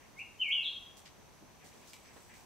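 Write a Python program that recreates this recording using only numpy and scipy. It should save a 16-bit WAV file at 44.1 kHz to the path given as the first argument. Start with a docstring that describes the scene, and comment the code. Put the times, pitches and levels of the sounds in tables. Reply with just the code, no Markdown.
"""A laughingthrush in a wood. From the start the forest hushes, insects drone and a far bird calls,
all as filtered noise. The thrush gives a soft upslur, then a loud run of whistles that steps upward:
frequency-modulated tones, smeared by reflections from the trees. Leaves rustle in grainy bursts, dull
bumps follow and a twig cracks and rings. The far bird answers, a twig snaps loudly, a second, higher
insect joins in, and the far bird has the last call."""
import sys
import numpy as np
from scipy import signal
from scipy.fft import rfft, irfft, next_fast_len
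from scipy.io import wavfile
from scipy.ndimage import uniform_filter1d, map_coordinates

SR = 44100
rng = np.random.default_rng(int(sys.argv[2]) if len(sys.argv) > 2 else 0)


def unload_audio(sound):
    """Save the sound as a 16-bit wav file, at the path given as the first command line argument."""
    columns = np.transpose(np.atleast_2d(sound))
    # keep every value between -1 and 1, then stretch to whole-number steps
    steps = np.round(np.clip(columns, -1, 1) * 32767)
    wavfile.write(sys.argv[1], SR, steps.astype(np.int16))


N = 108045
TIME = np.arange(N) / SR


def amp(db):
    """Amplitude ratio: a factor of ten per 20 dB."""
    return 10 ** (np.asarray(db) / 20)


def unit(x):
    """Normalisation to unit rms."""
    return x / np.sqrt(np.mean(x ** 2) + 1e-20)


def along(points, hz):
    """Interpolation on a logarithmic frequency axis."""
    f, value = np.transpose(points)
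    return np.interp(np.log(hz + 1), np.log(f + 1), value)


def wobble(rate):
    """Random modulation: a spline through `rate` Gaussian values a second."""
    return map_coordinates(rng.standard_normal(4096), [TIME * rate], mode="wrap")


def filtered(x, response):
    """Linear filtering: the spectrum times a frequency response."""
    size = next_fast_len(N + SR // 2)
    return irfft(rfft(x, size) * response(np.fft.rfftfreq(size, 1 / SR)), size)[..., :N]


def band(centre_hz, octaves):
    """Gaussian band-pass response; its width is the standard deviation in octaves."""
    return lambda hz: np.exp(-.5 * (np.log2((hz + 1) / centre_hz) / octaves) ** 2)


def swell(start, length, rise_s, fall_s):
    """Envelope with a linear attack and, from half the length on, exponential decay."""
    t = TIME - start
    return np.clip(t / rise_s, 0, 1) * np.exp(-np.maximum(t - length / 2, 0) / fall_s)


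# Stereo width of the diffuse field: f/Hz, side-to-mid ratio
DIFFUSE_WIDTH = [(30, 0.98), (200, 1), (700, 0.63), (3000, .7), (9000, 0.98)]

def noise(response):
    """Diffuse field: independent mid and side noise give partly coherent channels of unit rms."""
    mid, side = rng.standard_normal((2, N))
    mid = filtered(mid, response)
    side = filtered(side, lambda hz: response(hz) * along(DIFFUSE_WIDTH, hz))
    return unit(np.array([mid + side, mid - side]))


# Spectral densities of the distant wash and the fine hiss: f/Hz, relative level/dB
WASH_SPECTRUM = [(25, -11), (50, 1), (180, 0), (450, -5), (1080, -5), (1250, -16.5), (2500, -13),
                 (6000, -56)]
HISS_SPECTRUM = [(25, 0), (1000, 4.5), (2000, -1.5), (4500, -4), (7000, -5.5), (9500, -10.5), (13000, -11),
                 (15500, -16.5)]

def hush(wash_db=-61.5, hiss_db=-63, drift_db=0.7):
    """Ambient noise: a low wash, slowly amplitude-modulated, under a stationary hiss."""
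    wash = noise(lambda hz: amp(along(WASH_SPECTRUM, hz)))
    hiss = noise(lambda hz: amp(along(HISS_SPECTRUM, hz)))
    return amp(wash_db - drift_db * wobble(9.3)) * wash + amp(hiss_db) * hiss


# Insect songs: start t/s, end t/s, level/dB, centre f/Hz, width/octaves
INSECT_SONGS = [(-.1, 2.6, -73, 5995, 0.058), (1.96, 2.42, -73, 7780, 0.011)]

def insects(fade_s=0.036):
    """Narrow-band noise is heard as a thin, pitched drone."""
    return sum(amp(db) * np.clip(np.minimum(TIME - on, off - TIME) / fade_s, 0, 1)
               * noise(band(hz, width)) for on, off, db, hz, width in INSECT_SONGS)


# Notes of the far bird: t/s, length/s, level/dB, centre f/Hz
FAR_NOTES = [(0, 0.098, -65, 1980), (1.6, 0.099, -64, 2020), (1.708, .03, -66, 2290),
             (1.816, .04, -64.5, 2400), (2.043, 0.13, -64, 1980), (2.288, 0.11, -60.5, 1970)]

def far_bird(octaves=0.44, lowest_hz=1574):
    """Band-limited noise stands for low notes blurred by distance."""
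    def blurred(centre_hz):
        return noise(lambda hz: band(centre_hz, octaves)(hz) * (hz > lowest_hz))
    return sum(amp(db) * swell(start, length, rise_s=0.0089, fall_s=0.046) * blurred(hz)
               for start, length, db, hz in FAR_NOTES)


# Overtones of the whistle: harmonic number, level/dB re the fundamental
HARMONICS = [(2, -42), (3, -56), (4, -54.5)]

def whistle(note, waver, shimmer_db=1.1, flutter_rate=170):
    """Frequency and amplitude modulation of a nearly pure tone; waver is a fraction of the pitch."""
    times, hz, db = np.transpose(note)
    contour = uniform_filter1d(np.interp(TIME, times, hz), size=200)
    pitch = contour * (1 + waver * wobble(flutter_rate))
    phase = 2 * np.pi * np.cumsum(pitch) / SR
    tone = np.sin(phase) + sum(amp(level) * np.sin(round(k) * phase) for k, level in HARMONICS)
    gate = uniform_filter1d(1. * ((TIME > times[0]) & (TIME < times[-1])), size=200)
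    level_db = np.interp(TIME, times, db) + shimmer_db * wobble(flutter_rate)
    return np.sqrt(2) * tone * gate * amp(level_db)


def echoes(x, near_db=-1, far_db=-16.5, trunks_db=-2.5, side_gain=0.32):
    """Reverberation: convolution with early reflections and two exponentially decaying tails."""
    t = np.arange(SR) / SR

    def tail(t60_s):
        build_up = 1 - np.exp(-t / 0.0026)
        return unit(rng.standard_normal((2, SR)) * amp(-60 * t / t60_s) * build_up)

    def reflections(count=8, longest_s=0.035):
        delays = (rng.uniform(0.11, 1, size=count) * longest_s * SR).astype(int)
        return np.bincount(delays, rng.choice([-1, 1], size=count), SR)

    trunks = amp(trunks_db) * unit(np.array([reflections(), reflections()]))
    near = amp(near_db) * tail(t60_s=0.5)  # scatter from nearby trunks and rocks
    far = amp(far_db) * tail(t60_s=1)  # the deep wood
    mid, side = (trunks + near + far) / np.sqrt(SR)
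    impulse_response = np.array([mid + side_gain * side, mid - side_gain * side])
    return signal.fftconvolve(x[None], impulse_response, axes=1)[:, :N]


# Contours of the thrush's notes: t/s, f/Hz, source level/dB
SOFT_UPSLUR = [(.16, 2040, -68), (.171, 2146, -56.5), (.186, 2215, -49.5), (.193, 2382, -41),
               (.2, 2750, -42.5), (.207, 2860, -48), (.22, 2780, -62)]
LOUD_SWOOP = [(0.388, 3054, -56.5), (0.405, 3080, -31.5), (.421, 2776, -33), (0.44, 2467, -39),
              (.462, 2262, -39.5), (0.479, 2170, -44), (0.495, 2234, -37.5), (.512, 2750, -34.5),
              (.519, 3140, -26.5), (.533, 3548, -41), (.541, 3028, -33.5), (0.558, 2834, -36),
              (0.586, 2799, -36.5), (0.603, 2655, -37.5), (0.625, 2565, -44.5), (.642, 2570, -62)]  # down, up and down again
HELD_NOTE = [(.63, 4000, -58), (.644, 3800, -42.5), (.654, 3450, -33.5), (0.663, 3266, -33.5),
             (.681, 3300, -48), (0.721, 3281, -50), (0.763, 3270, -46), (0.79, 3275, -58),
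             (.812, 3255, -50)]  # falls onto a held pitch
RASPY_SLUR = [(.63, 4000, -57), (.66, 3750, -57), (.688, 4150, -54), (.705, 4250, -62.5), (.722, 3850, -62),
              (.744, 3558, -48.5), (.765, 3464, -70)]  # faint, above the held note

def laughingthrush(direct_db=-4, pan_db=0.39):
    """Multipath propagation: each note arrives by the straight path and by way of the trees."""
    notes = [whistle(note, waver=0.0049) for note in (SOFT_UPSLUR, LOUD_SWOOP, HELD_NOTE)]
    notes.append(whistle(RASPY_SLUR, waver=0.04))
    balance = amp([[pan_db], [-pan_db]])
    return balance * sum(amp(direct_db) * note + echoes(note) for note in notes)


# Leaf rustles: t/s, length/s, source level/dB, centre f/Hz, width/octaves
LEAF_RUSTLES = [(0.173, 0.049, -66.5, 6900, 1.2), (0.483, 0.022, -63, 7600, .8),
                (0.966, 0.054, -59.5, 8500, 1.4), (1.052, .04, -59.5, 3000, 0.87),
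                (1.641, 0.084, -61.5, 6930, 1.5), (1.725, 0.37, -66, 8000, 3.9),
                (1.87, 0.055, -59, 7230, 1.3), (1.895, 0.043, -66.5, 4950, 0.07),
                (1.928, 0.017, -56.5, 4500, 1.8), (2.042, 0.085, -70.5, 5100, 0.24),
                (2.13, 0.23, -65, 10000, 1.9), (2.333, 0.12, -62, 6740, 3.1)]
# Their treble loss in air: f/Hz, relative level/dB
AIR_RESPONSE = [(8000, 3.5), (11000, -4.5), (15500, -4)]

def leaves(grain_db=2.5, grain_rate=700):
    """Fast random amplitude modulation makes noise bursts grainy; air absorption dulls them."""
    rustles = np.zeros((2, N))
    for start, length, db, hz, width in LEAF_RUSTLES:
        grains = unit(noise(band(hz, width)) * amp(grain_db * wobble(grain_rate)))
        rustles += amp(db) * swell(start, length, rise_s=0.0047, fall_s=0.52 * length) * grains
    return filtered(rustles, lambda hz: amp(along(AIR_RESPONSE, hz)))


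# Soft bumps: t/s, length/s, level/dB, centre f/Hz, width/octaves
LOW_BUMPS = [(0.788, 0.028, -67, 39.1, 0.67), (0.89, 0.031, -67, 38.8, 0.39),
             (1.179, 0.023, -58.5, 147, 1.26), (1.41, 0.046, -58.5, 214, 0.95),
             (1.634, .04, -60.5, 258, 1.3), (1.74, 0.099, -61.5, 263, 1.14), (2.16, 0.02, -54.5, 292, 1.85),
             (2.245, .025, -63, 50, 0.45)]

def bumps():
    """Decaying transients of low-frequency noise are heard as dull knocks."""
    return sum(amp(db) * swell(start, length, rise_s=0.0039, fall_s=1.2 * length)
               * noise(band(hz, width)) for start, length, db, hz, width in LOW_BUMPS)


# Twig snaps: t/s, source level/dB
TWIG_SNAPS = [(1.055, -42), (1.9342, -29), (2.044, -52)]
# Modes of the twig: f/Hz, relative level/dB, T60/s
TWIG_MODES = [(2365, -30.5, 0.024), (3300, -42, .02)]
# Colouring of the snaps: f/Hz, relative level/dB
SNAP_RESPONSE = [(700, -23), (1800, -3), (2400, 8), (4000, -1), (5500, -11), (8000, 2.5), (9500, -2),
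                 (12000, 6), (15500, -3.5)]

def twigs(crack_hz=5500, crack_t60_s=0.0014, echo_db=0.5):
    """Damped free vibration: a sharp crack and the twig's brief ring, echoed by the wood."""
    t = np.arange(SR // 8) / SR
    crack = np.sin(2 * np.pi * crack_hz * t) * amp(-60 * t / crack_t60_s)
    ring = sum(amp(db - 60 * t / t60) * np.sin(2 * np.pi * hz * t) for hz, db, t60 in TWIG_MODES)
    snaps = np.zeros(N + SR)
    for start, db in TWIG_SNAPS:
        onset = round(start * SR)
        snaps[onset:onset + len(t)] += amp(db) * (crack + ring)
    direct = filtered(snaps[:N], lambda hz: amp(along(SNAP_RESPONSE, hz)))
    return direct + amp(echo_db) * echoes(direct)


def scene():
    """Superposition: the sound pressures of all sources add."""
    return hush() + insects() + far_bird() + laughingthrush() + leaves() + bumps() + twigs()


def record(dry, cutoff_hz=15720):
    """Ideal low-pass filter: nothing passes above the cutoff."""
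    return filtered(dry, lambda hz: hz < cutoff_hz)


dry = scene()
out = record(dry)
unload_audio(out)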